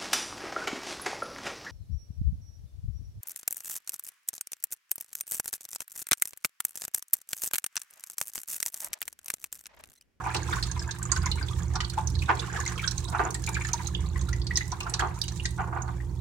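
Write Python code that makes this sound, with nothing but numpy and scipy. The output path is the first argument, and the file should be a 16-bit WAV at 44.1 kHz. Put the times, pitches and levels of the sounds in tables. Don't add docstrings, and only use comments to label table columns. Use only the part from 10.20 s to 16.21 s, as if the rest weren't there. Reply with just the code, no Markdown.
import sys
import numpy as np
from scipy import signal
from scipy.fft import rfft, irfft
from scipy.io import wavfile
from scipy.ndimage import uniform_filter1d

SR = 44100
rng = np.random.default_rng(int(sys.argv[2]) if len(sys.argv) > 2 else 0)


def inscribe(sig):
    pcm = np.round(np.clip(np.atleast_2d(sig).T, -1, 1) * 32767)
    wavfile.write(sys.argv[1], SR, pcm.astype(np.int16))


N = 264864
TIME_S = np.arange(N) / SR
AGE_S = TIME_S[:SR // 8]


def from_db(db):
    return 10 ** (np.asarray(db) / 20)


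def rms_one(x):
    return x / np.sqrt(np.mean(x ** 2) + 1e-20)


def peak_one(x):
    return x / np.sqrt(uniform_filter1d(np.mean(x ** 2, axis=0), size=176).max() + 1e-20)


def levelled(x, size):
    return x / np.sqrt(uniform_filter1d(np.mean(x ** 2, axis=0), size=size) + 1e-12)


def at_hz(table, hz):
    knots_hz, values = np.transpose(table)
    return np.interp(np.log(hz + 1e-9), np.log(knots_hz), values)


def at_time(table, time_s):
    knots_s, *columns = np.transpose(table)
    return [np.interp(time_s, knots_s, column) for column in columns]


def decay(t60_s, age_s=AGE_S):
    return from_db(-60 * age_s / t60_s)


def attack(tau_s, age_s=AGE_S):
    return 1 - np.exp(-age_s / tau_s)


def pan(left_right_db):
    gains = from_db(left_right_db * np.array([[1], [-1]]) / 2)
    return gains / gains.mean(axis=0)


def add(out, start_s, sound):
    start = max(int(start_s * SR), 0)
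    out[:, start:start + sound.shape[-1]] += sound[:, :N - start]


def drift(rate_hz):
    knots = rng.standard_normal(int(rate_hz * N / SR) + 2)
    return rms_one(np.interp(TIME_S * rate_hz, np.arange(len(knots)), knots))


def stereo_noise(correlation, size):
    mid, side = rng.standard_normal((2, size))
    return np.sqrt((1 + correlation) / 2) * mid + np.sqrt((1 - correlation) / 2) * side * [[1], [-1]]


def bandpass(x, low_hz, high_hz):
    return signal.sosfilt(signal.butter(2, [low_hz, high_hz], "band", fs=SR, output="sos"), x)


def resonate(x, hz, width_hz):
    radius = np.exp(-np.pi * width_hz / SR)
    numerator = np.array([1, 0, -1]) * (1 - radius ** 2) / 2
    denominator = [1, -2 * radius * np.cos(2 * np.pi * hz / SR), radius ** 2]
    return signal.lfilter(numerator, denominator, x + 1e-18)


# (frequency [Hz], left-right [dB])
BALANCE = [(60, -5.5), (200, -6.5), (370, -11), (700, 0.5), (1300, -5.5), (2400, -2), (4400, -5),
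           (8000, -8.5), (11000, 2), (15000, -0.5)]


def coloured(x, spectrum, size=8192):
    hz = np.arange(size // 2 + 1) * SR / size
    magnitude = from_db(at_hz(spectrum, hz)) * pan(at_hz(BALANCE, hz))
    cepstrum = irfft(np.log(magnitude))
    cepstrum[:, 1:size // 2] *= 2
    response = irfft(np.exp(rfft(cepstrum[:, :size // 2], size)))
    return signal.fftconvolve(x, response, axes=-1)[:, :x.shape[-1]]


# (frequency [Hz], T60 [s])
ROOM_DECAY = [(300, 1), (550, 0.43), (1000, 0.3), (3000, 0.36), (7000, 0.06), (14000, 0.53)]


def room(x, wet_db, size=12000):
    age_s, tail = TIME_S[:size], 0
    edges_hz = np.geomspace(200, 16000, 8)
    for low_hz, high_hz in zip(edges_hz, edges_hz[1:]):
        band = bandpass(stereo_noise(0.035, size), low_hz, high_hz)
        tail = tail + band * decay(at_hz(ROOM_DECAY, np.sqrt(low_hz * high_hz)), age_s)
    tail = rms_one(tail * attack(0.0035, age_s)) / np.sqrt(size)
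    return x + from_db(wet_db) * signal.fftconvolve(x, tail, axes=-1)[:, :N]


# (frequency [Hz], level [dB])
AIR_SPECTRUM = [(100, -14), (330, 2.5), (560, -15), (900, 1), (2000, -31), (4000, -26), (7000, -19),
                (11000, -26), (16000, -31)]


def room_air(rms_db):
    return from_db(rms_db) * rms_one(coloured(stereo_noise(0.45, N), AIR_SPECTRUM))


HUM_LINES_HZ = [59.4, 120.1, 175.0, 295.0, 350.6]
# (level [dB], left-right [dB])
HUM_LEVELS = [(-52, 5), (-38.5, -7), (-50.5, -4.5), (-64.5, -10), (-54.5, -10)]
# (time [s], level [dB])
RUMBLE_ENVELOPE = [(0.0, -46), (0.24, -35.5), (0.6, -33), (0.78, -45), (1.0, -28.5), (1.3, -34),
                   (1.47, -29), (1.77, -39), (1.96, -25), (2.06, -33.5), (2.3, -41.5), (2.42, -35.5),
                   (2.62, -39.5), (2.8, -34.5), (3.15, -39), (3.35, -33.5), (3.55, -40.5), (3.8, -30.5),
                   (4.1, -29), (4.72, -42), (4.82, -33), (5.0, -42.5), (5.22, -33.5), (5.45, -38.5),
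                   (6.01, -33)]
# (frequency [Hz], level [dB])
RUMBLE_SPECTRUM = [(10, -37), (21, -23), (32, -34), (47, -13.5), (58, 6), (68, -4), (79, 7.5), (98, -16.5),
                   (130, -23.5), (300, -62), (4000, -110)]
# (frequency [Hz], level [dB])
DRONE_SPECTRUM = [(60, -33), (100, -9), (122, -9), (140, -8), (172, -7.5), (195, -18.5), (245, -27),
                  (340, -22.5), (560, -36), (1200, -74.5), (4000, -110)]


def motor(rumble_db, drone_db, waver_db=1.4, hum_db_per_db=0.29, drone_db_per_db=0.56):
    hum = 0
    for hz, (db, side_db) in zip(HUM_LINES_HZ, HUM_LEVELS):
        cycles = hz * TIME_S + rng.random() + 0.05 * drift(rate_hz=6)
        amplitude = np.sqrt(2) * from_db(db + waver_db * drift(rate_hz=8))
        hum = hum + pan(side_db) * amplitude * np.sin(2 * np.pi * cycles)
    level_db, = at_time(RUMBLE_ENVELOPE, TIME_S)
    heave_db = level_db - level_db.mean()
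    rumble = levelled(coloured(stereo_noise(1.0, N), RUMBLE_SPECTRUM), size=5000)
    drone = levelled(coloured(stereo_noise(0.99, N), DRONE_SPECTRUM), size=9000)
    return (from_db(hum_db_per_db * heave_db) * hum
            + from_db(drone_db + drone_db_per_db * heave_db) * drone
            + from_db(level_db + rumble_db) * rumble)


def wall_echoes(sound, echo_db, t60_s, count=16):
    paths = np.zeros((2, SR // 32))
    for path in paths:
        lags = rng.integers(SR // 2500, SR // 40, count)
        path[lags] = from_db(echo_db) * rng.choice([-1, 1], count) * decay(t60_s)[lags]
        path[rng.integers(0, 12)] = 1
    echoed = signal.fftconvolve(paths, np.atleast_2d(sound), axes=-1)
    return echoed / echoed.std(axis=-1, keepdims=True)


def bubble(age_s, hz, t60_cycles, swell_cycles, rise):
    cycles = np.maximum(age_s, 0) * hz
    phase = 2 * np.pi * cycles * (1 + rise * (cycles / t60_cycles / 2 - 0.25))
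    swell = (1 - np.exp(-cycles / swell_cycles)) ** 2
    return np.sin(phase) * from_db(-60 * cycles / t60_cycles) * swell


def bubble_cluster(hz, t60_cycles, swell_cycles, small_db, scatter_oct, delay_s, count=4, size=2200):
    lags_s = np.append(0, delay_s * rng.exponential(1, count))[:, None]
    pitches_hz = hz * np.append(1, 2 ** (scatter_oct * rng.uniform(-1.001, 1, count)))[:, None]
    gains = np.append(1, from_db(small_db) * rng.standard_normal(count))
    return gains @ bubble(AGE_S[:size] - lags_s, pitches_hz, t60_cycles, swell_cycles, rise=0.042)


# (time [s], level [dB], churn T60 [s], relative boom [dB], pitch [Hz], churn cutoff [Hz])
GULPS = [(0.002, -29.5, 0.047, -13, 1072, 1900), (0.044, -29, 0.04, -7, 806, 2100),
         (0.062, -18.5, 0.12, -29, 1017, 2630), (0.147, -23, 0.15, -7.5, 780, 2600),
         (1.549, -33, 0.15, -31, 737, 1690), (1.555, -24, 0.063, -31, 1340, 2210),
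         (1.772, -31, 0.29, -13, 820, 1390), (2.086, -26.5, 0.11, -21, 1550, 2200),
         (2.091, -12.5, 0.099, -15.5, 1030, 3620), (2.099, -13, 0.1, -20, 924, 3050),
         (2.886, -36.5, 0.21, -9, 940, 1500), (2.929, -25.5, 0.097, -23, 753, 2200),
         (2.947, -19.5, 0.12, -35, 1310, 2620), (2.993, -14, 0.17, -10, 852, 2830),
         (3.048, -23.5, 0.22, -9.5, 977, 2580), (3.282, -28.5, 0.1, -5, 905, 2000),
         (4.529, -31.5, 0.047, -28, 1046, 1320), (4.61, -32.5, 0.13, -8, 990, 1390),
         (4.664, -30.5, 0.093, -12, 1330, 1600), (4.743, -32.5, 0.15, -14, 1100, 1500),
         (4.793, -25, 0.18, -14, 1556, 1890), (4.822, -17.5, 0.19, -17, 985, 1670),
         (4.85, -25, 0.065, -16, 1305, 1590), (5.385, -30.5, 0.18, -18, 1430, 2000),
         (5.393, -22, 0.19, -12.5, 762, 2320), (5.473, -30.5, 0.16, -5.5, 910, 1600),
         (5.526, -25.5, 0.17, -12.5, 1320, 1670), (5.562, -22, 0.1, -18, 920, 1870),
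         (5.594, -29.5, 0.07, -22, 990, 1680), (5.641, -35.5, 0.091, -22, 780, 1500),
         (5.687, -30.5, 0.067, -30, 1195, 1700)]
# (frequency [Hz], level [dB])
CHURN_SPECTRUM = [(200, -28.5), (370, -13), (560, -23.5), (660, -6.5), (740, 1.5), (950, 2.5), (1400, -6),
                  (2100, -10), (2800, -13.5), (3600, -24), (8000, -19), (16000, -87)]
# (frequency [Hz], width [Hz], gain [dB])
TANK_MODES = [(353, 37, 10.5), (726, 48, 3), (900, 15, -2), (1180, 43, 7), (1462, 55, 14), (2160, 14, -7)]


def glugs(gain_db, tank_db, lumps_db, gulp_db, swell_s, pocket_hz=354, pocket_width_hz=177, size=13000):
    water, pocket = np.zeros((2, 2, N))
    age_s = TIME_S[:size]
    for time_s, db, t60_s, boom_db, hz, cutoff_hz in GULPS:
        gain = from_db(db + gain_db)
        rise_s = swell_s * from_db(-0.9 * (db + 15))
        lumps = from_db(lumps_db * rng.standard_normal(size // 64 + 1)).repeat(64)[:size]
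        churn = stereo_noise(0.49, size) * lumps * attack(rise_s, age_s) ** 2
        settling = from_db(-22) * decay(0.37, age_s) * resonate(churn, hz=945, width_hz=200)
        churn = churn * decay(t60_s, age_s) + settling
        churn = signal.lfilter(*signal.butter(3, cutoff_hz, fs=SR), churn)
        add(water, time_s - rise_s, gain * peak_one(coloured(churn, CHURN_SPECTRUM, size=2048)))

        bubbles = bubble_cluster(hz, t60_cycles=25, swell_cycles=2.2, small_db=-16.5,
                                 scatter_oct=0.464, delay_s=0.008)
        gulp = peak_one(wall_echoes(bubbles, echo_db=-7, t60_s=0.047))
        add(water, time_s, gain * from_db(gulp_db) * gulp)

        boom = stereo_noise(0.95, size) * decay(0.39, age_s)
        for _ in range(2):
            boom = resonate(boom, pocket_hz, pocket_width_hz)
        add(pocket, time_s, pan(-8) * gain * from_db(boom_db) * peak_one(boom))
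    ring = sum(from_db(db) * resonate(water, hz, width_hz) for hz, width_hz, db in TANK_MODES)
    return water + pocket + from_db(tank_db) * ring


# (time [s], level [dB])
WALL_HITS = [(0.0688, -48.5), (0.102, -48), (0.145, -36), (0.2973, -44), (0.425, -42), (0.633, -49.5),
             (0.786, -41.5), (0.8276, -42), (0.962, -45), (1.029, -44.5), (1.063, -46), (1.1139, -40.5),
             (1.156, -45), (1.283, -49), (1.6978, -39), (1.872, -44), (1.9, -44), (2.022, -42),
             (2.221, -50), (2.403, -42), (2.4519, -42), (2.626, -53), (2.71, -39), (2.899, -40),
             (3.105, -39), (3.146, -40), (3.195, -48), (3.221, -44), (3.239, -45), (3.265, -36),
             (3.2898, -31.5), (3.5313, -34.5), (3.632, -47), (3.6721, -40), (3.977, -45), (4.089, -42),
             (4.3717, -33.5), (4.4783, -42.5), (4.6035, -38), (4.6963, -43), (4.7926, -41), (4.9886, -44),
             (5.0145, -35.5), (5.039, -39.5), (5.307, -44)]
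# (frequency [Hz], level [dB])
TICK_SPECTRUM = [(1000, -9), (2500, -19), (6000, 9.5), (9000, 11), (12000, 1), (16000, -2)]


def ticks(gain_db, t60_s, mist_db, side_db):
    out = np.zeros((2, N))
    envelope = (decay(t60_s) + from_db(mist_db) * decay(0.083)) * attack(0.001)
    for time_s, db in WALL_HITS:
        smack = coloured(stereo_noise(0.1, len(AGE_S)) * envelope, TICK_SPECTRUM, size=256)
        add(out, time_s, pan(side_db) * from_db(db + gain_db) * peak_one(smack))
    return out


# (time [s], level [dB], pitch [Hz], left-right [dB])
LARGE_BUBBLES = [(0.328, -20, 1427, 0), (0.366, -28.5, 1087, 0), (0.38, -27.5, 1506, -2),
                 (0.565, -32.5, 992, -1), (0.69, -30, 1642, -3), (0.817, -35, 1555, 0),
                 (0.854, -34, 1230, 6), (0.922, -32, 1406, 0), (0.963, -24.5, 1541, 2),
                 (0.974, -32, 1070, 0), (1.037, -35, 1430, 0), (1.06, -28.5, 1008, -2),
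                 (1.064, -29, 2060, 3), (1.184, -35, 2220, 7), (1.212, -32.5, 1580, 6),
                 (1.226, -39, 1527, -4), (1.602, -28, 1218, -3), (1.604, -28.5, 1950, 0),
                 (1.631, -34, 1480, -1), (1.777, -18, 875, 1), (2.022, -27.5, 2520, 0),
                 (2.24, -35, 1450, 4), (2.297, -34.5, 1620, 0), (2.336, -33, 1470, -2),
                 (2.36, -27, 1713, -5), (2.403, -29, 1740, -4), (2.461, -29.5, 2087, 6),
                 (2.485, -33, 1570, -4), (2.511, -42, 1430, -9), (2.594, -27, 2300, 1),
                 (2.628, -29.5, 1344, -5), (2.643, -24, 1546, 0), (2.674, -30.5, 1482, -4),
                 (3.15, -33.5, 1890, 13), (3.411, -27, 2300, 4), (3.275, -26.5, 2360, 2),
                 (3.351, -27.5, 2340, 0), (3.367, -23.5, 1630, 0), (3.449, -25.5, 1780, -3),
                 (3.49, -35, 1303, -9), (3.536, -24.5, 934, -0.5), (3.6, -34, 990, -2),
                 (3.959, -34, 1970, 6), (4.085, -31.5, 1400, -6), (4.129, -30, 1944, 3.5),
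                 (4.309, -22, 1930, -4.5), (4.375, -28, 1915, 0), (4.408, -23.5, 1970, -2),
                 (4.525, -28, 1003, 1), (4.632, -39, 1160, -8), (4.666, -27, 1337, -11),
                 (4.795, -17.5, 1593, -4), (5.199, -28.5, 2830, -4), (5.253, -24, 1937, 5),
                 (5.803, -38.5, 1910, 3)]


def plinks(gain_db, slosh_db, lead_s, calm_db=-52, slosh_db_per_db=0.34):
    out = np.zeros((2, N))
    for time_s, db, hz, side_db in LARGE_BUBBLES:
        bubbles = bubble_cluster(hz, t60_cycles=59, swell_cycles=1.9, small_db=-17.5,
                                 scatter_oct=0.345, delay_s=0.004)
        ring = peak_one(wall_echoes(bubbles, echo_db=-4.5, t60_s=0.025))
        burst = stereo_noise(0.32, len(AGE_S)) * decay(0.038) * AGE_S
        slosh = peak_one(resonate(burst, hz, width_hz=0.12 * hz))
        burble_db, _ = at_time(STREAM_ENVELOPE, time_s)
        slosh *= from_db(slosh_db + slosh_db_per_db * (burble_db - calm_db))
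        for sound in (ring, slosh):
            add(out, time_s - lead_s, pan(side_db) * from_db(db + gain_db) * sound)
    return out


# (time [s], ring level [dB], pitch [Hz], splash level [dB], ring left-right [dB])
DROP_HITS = [(0.1461, -25.5, 2770, -30.5, 4), (0.164, -43, 4160, -30.5, -10), (0.231, -33, 6600, -47, -16),
             (0.4268, -23, 4290, -34, -12), (0.434, -25, 4800, -32, 0), (0.5146, -26, 6470, -41, -11),
             (0.5937, -28, 5330, -51, 4), (0.624, -35, 4900, -60, 1), (0.7099, -30.5, 6370, -33, -20),
             (0.829, -24, 7700, -51, -9), (0.854, -27.5, 6970, -61, -11), (0.918, -14.5, 6790, -41, -17),
             (0.918, -20.5, 4760, -52, -4), (0.961, -31, 5530, -36, -4), (0.975, -28.5, 6800, -50, -17),
             (1.019, -37, 4840, -47, -8), (1.0593, -23, 6600, -47, -11), (1.1154, -20.5, 4110, -36.5, -4),
             (1.228, -28.5, 4680, -62, 0), (1.285, -32, 3520, -48, -13), (1.5553, -25.5, 5720, -33.5, -7),
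             (1.6046, -26, 3050, -31, -4), (1.6467, -28.5, 4380, -41, -13), (1.699, -30.5, 4420, -40, -10),
             (1.8731, -23.5, 6230, -47, -13), (1.901, -42, 5660, -50, -10), (1.953, -32, 4200, -52, -8),
             (1.991, -33, 4120, -58, -8), (2.1944, -27, 3550, -34, -9), (2.329, -35.5, 7040, -61, -17),
             (2.402, -28.5, 6700, -55, -17), (2.463, -30.5, 5860, -48, -8), (2.4775, -22.5, 6600, -38, -13),
             (2.578, -32, 3170, -44, -13), (2.639, -29.5, 3300, -49, -11), (2.677, -19, 5750, -31, -18),
             (2.711, -27, 5840, -35.5, -16), (2.78, -24.5, 6400, -41, -12), (2.884, -37, 5200, -44, 0),
             (3.1064, -31.5, 6300, -53, -4), (3.144, -23.5, 7700, -36, -8), (3.239, -31.5, 6560, -41, -9),
             (3.2634, -33, 6800, -38, -11), (3.344, -28, 7040, -37.5, -13), (3.448, -31, 7150, -40, -12),
             (3.5328, -17.5, 6310, -36, -7), (3.671, -24.5, 6530, -37, -8), (3.749, -23, 3440, -53, -7),
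             (4.013, -33.5, 6400, -44.5, -10), (4.088, -38, 4000, -44, -8), (4.13, -32.5, 6200, -50, -19),
             (4.217, -32.5, 4670, -74, -3), (4.2682, -27.5, 4500, -37, -4), (4.357, -18, 5420, -44, 1),
             (4.362, -23, 4960, -40, -11), (4.372, -14, 6300, -27.5, -10), (4.518, -29, 5850, -41, -12),
             (4.6049, -26.5, 2700, -38.5, 1.5), (4.631, -38, 5630, -45, -7), (4.6968, -28, 7900, -47, -9),
             (4.7384, -21.5, 5930, -26, -5), (4.7942, -27, 7020, -34, -19), (4.807, -29.5, 3290, -40, -8),
             (5.016, -18, 4850, -42, -8.5), (5.038, -34, 2940, -53, -2), (5.0812, -32, 6300, -34.5, -16),
             (5.2549, -25.5, 6500, -28, -1), (5.621, -29, 6650, -63, -11)]
# (frequency [Hz], level [dB])
SPLASH_SPECTRUM = [(600, 4.5), (1500, -1), (2800, 9.5), (4200, 23.5), (6800, 12.5), (8500, 11.5),
                   (10500, -10.5), (13000, -20), (16000, -18)]


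def drops(ring_gain_db, splash_gain_db, splash_t60_s, lead_s):
    out = np.zeros((2, N))
    envelope = (decay(splash_t60_s) + from_db(-42) * decay(0.056)) * attack(0.0012)
    for time_s, ring_db, hz, splash_db, side_db in DROP_HITS:
        bubbles = bubble_cluster(hz, t60_cycles=34, swell_cycles=1.75, small_db=-13.5,
                                 scatter_oct=0.507, delay_s=0.0014)
        ring = peak_one(wall_echoes(bubbles, echo_db=1.5, t60_s=0.041))
        slap = stereo_noise(0.062, len(AGE_S)) * envelope
        splash = peak_one(coloured(slap, SPLASH_SPECTRUM, size=256))
        add(out, time_s - lead_s, pan(side_db) * from_db(ring_db + ring_gain_db) * ring)
        add(out, time_s - lead_s, from_db(splash_db + splash_gain_db) * splash)
    return out


def bubble_swarm(spectrum, per_s, t60_cycles, spread_db, size):
    starts = np.flatnonzero(rng.random(N - size) < per_s / SR)
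    pitch, strength, position = rng.random((len(starts), 3)).T
    low_hz, high_hz = spectrum[0][0], spectrum[-1][0]
    hz = low_hz * (high_hz / low_hz) ** pitch
    strength_db = spread_db * np.minimum(-np.log(1 - strength), 3)
    gains = hz * from_db(at_hz(spectrum, hz) + strength_db)
    stereo_gains = gains * pan(at_hz(BALANCE, hz) + 10 * (position - 0.5))
    rings = bubble(AGE_S[:size], hz[:, None], t60_cycles, swell_cycles=3.9, rise=0.032)
    samples = (starts[:, None] + np.arange(size)).ravel()
    return np.array([np.bincount(samples, (gain[:, None] * rings).ravel(), N) for gain in stereo_gains])


SLAP_EDGES_HZ = [300, 1300, 2600, 5200, 9500, 17000]


def patter(spectrum, per_s, t60_s, spread_db=4.5, band_spread_db=5):
    starts = np.flatnonzero(rng.random(N) < per_s / SR)
    strength_db = spread_db * np.minimum(rng.exponential(1, N)[starts], 3)
    slap_power = (decay(t60_s) * attack(0.0015)) ** 2
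    out = 0
    for low_hz, high_hz in zip(SLAP_EDGES_HZ, SLAP_EDGES_HZ[1:]):
        gains = from_db(strength_db + band_spread_db * rng.uniform(-1.4, 1, N)[starts])
        power = signal.fftconvolve(np.bincount(starts, gains ** 2, N), slap_power)[:N]
        out = out + bandpass(stereo_noise(0.067, N) * np.sqrt(np.abs(power)), low_hz, high_hz)
    return levelled(coloured(out, spectrum, size=512), size=9000)


# (time [s], burble level [dB], spray level [dB])
STREAM_ENVELOPE = [(0.0, -39.5, -51), (0.25, -42.5, -49), (0.4, -42.5, -44), (0.7, -48, -54),
                   (1.0, -42.5, -53.5), (1.4, -48, -47.5), (1.52, -53.5, -55.5), (2.02, -52.5, -50),
                   (2.29, -38.5, -47.5), (2.62, -46, -47.5), (2.77, -48, -46.5), (2.94, -55.5, -49),
                   (3.12, -54, -54), (3.27, -47.5, -47.5), (3.48, -44.5, -47.5), (3.9, -51, -54),
                   (4.47, -56.5, -53.5), (4.75, -45.5, -59.5), (5.17, -55.5, -48), (5.4, -79, -57),
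                   (5.57, -47.5, -64), (5.82, -60, -61), (6.01, -69, -64)]
# (frequency [Hz], level [dB])
BURBLE_SPECTRUM = [(300, -2), (400, 4), (570, -16.5), (780, 3), (1000, 6), (1500, 0), (2200, -4.5),
                   (3000, -13), (4500, -35)]
# (frequency [Hz], level [dB])
SLOP_SPECTRUM = [(300, -13), (570, -19), (800, 3), (1500, 1), (2300, -1.5), (3200, -10.5), (6000, -21),
                 (16000, -54)]
# (frequency [Hz], level [dB])
FIZZ_SPECTRUM = [(1500, -6), (2500, -4), (4000, 10.5), (5300, -7.5), (6800, 12), (8500, 3), (10500, -10),
                 (15500, -20)]
# (frequency [Hz], level [dB])
SPLATTER_SPECTRUM = [(500, -17), (900, 11), (1600, -9), (2600, 2.5), (4200, 5), (6800, 11.5), (9000, 5),
                     (12000, -6), (16000, -7)]


def stream(burble_gain_db, slop_db, fizz_db, splatter_db, sputter_db, surge_db):
    burble = bubble_swarm(BURBLE_SPECTRUM, per_s=330, t60_cycles=21, spread_db=4, size=1200)
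    burble = wall_echoes(burble, echo_db=-8, t60_s=0.08)[:, :N]
    slop = patter(SLOP_SPECTRUM, per_s=190, t60_s=0.049)
    churn = from_db(burble_gain_db) * burble * pan(-2) + from_db(slop_db) * slop

    fizz = bubble_swarm(FIZZ_SPECTRUM, per_s=600, t60_cycles=23, spread_db=7.5, size=600)
    fizz = wall_echoes(fizz, echo_db=0.5, t60_s=0.028)[:, :N]
    splatter = patter(SPLATTER_SPECTRUM, per_s=190, t60_s=0.055)
    spray = from_db(fizz_db) * fizz * pan(-11.5) + from_db(splatter_db) * splatter * pan(-1.2)

    spurts = from_db(sputter_db * drift(rate_hz=45) + surge_db * drift(rate_hz=14))
    burble_db, spray_db = at_time(STREAM_ENVELOPE, TIME_S)
    return spurts * (from_db(burble_db) * churn + from_db(spray_db) * spray)


def scene():
    water = drops(ring_gain_db=-4.5, splash_gain_db=0.5, splash_t60_s=0.055, lead_s=0.00054)
    water += plinks(gain_db=-4.5, slosh_db=-7.5, lead_s=0.000943)
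    water += stream(burble_gain_db=-2, slop_db=-7, fizz_db=-3.5, splatter_db=-3,
                    sputter_db=2.5, surge_db=1.5)
    water += ticks(gain_db=0.5, t60_s=0.024, mist_db=-22, side_db=-2.5)
    tank = glugs(gain_db=-8, tank_db=-6, lumps_db=3, gulp_db=-3.5, swell_s=0.0024)
    air = room_air(rms_db=-55)
    draining = room(water, wet_db=-12.5) + room(tank, wet_db=-13.5)
    return draining + motor(rumble_db=1, drone_db=-42.5) + air


def record(dry):
    cutoff_hz = 16200
    return signal.sosfilt(signal.ellip(10, 0.1, 80, cutoff_hz, fs=SR, output="sos"), dry)


dry = scene()
out = record(dry)
inscribe(out)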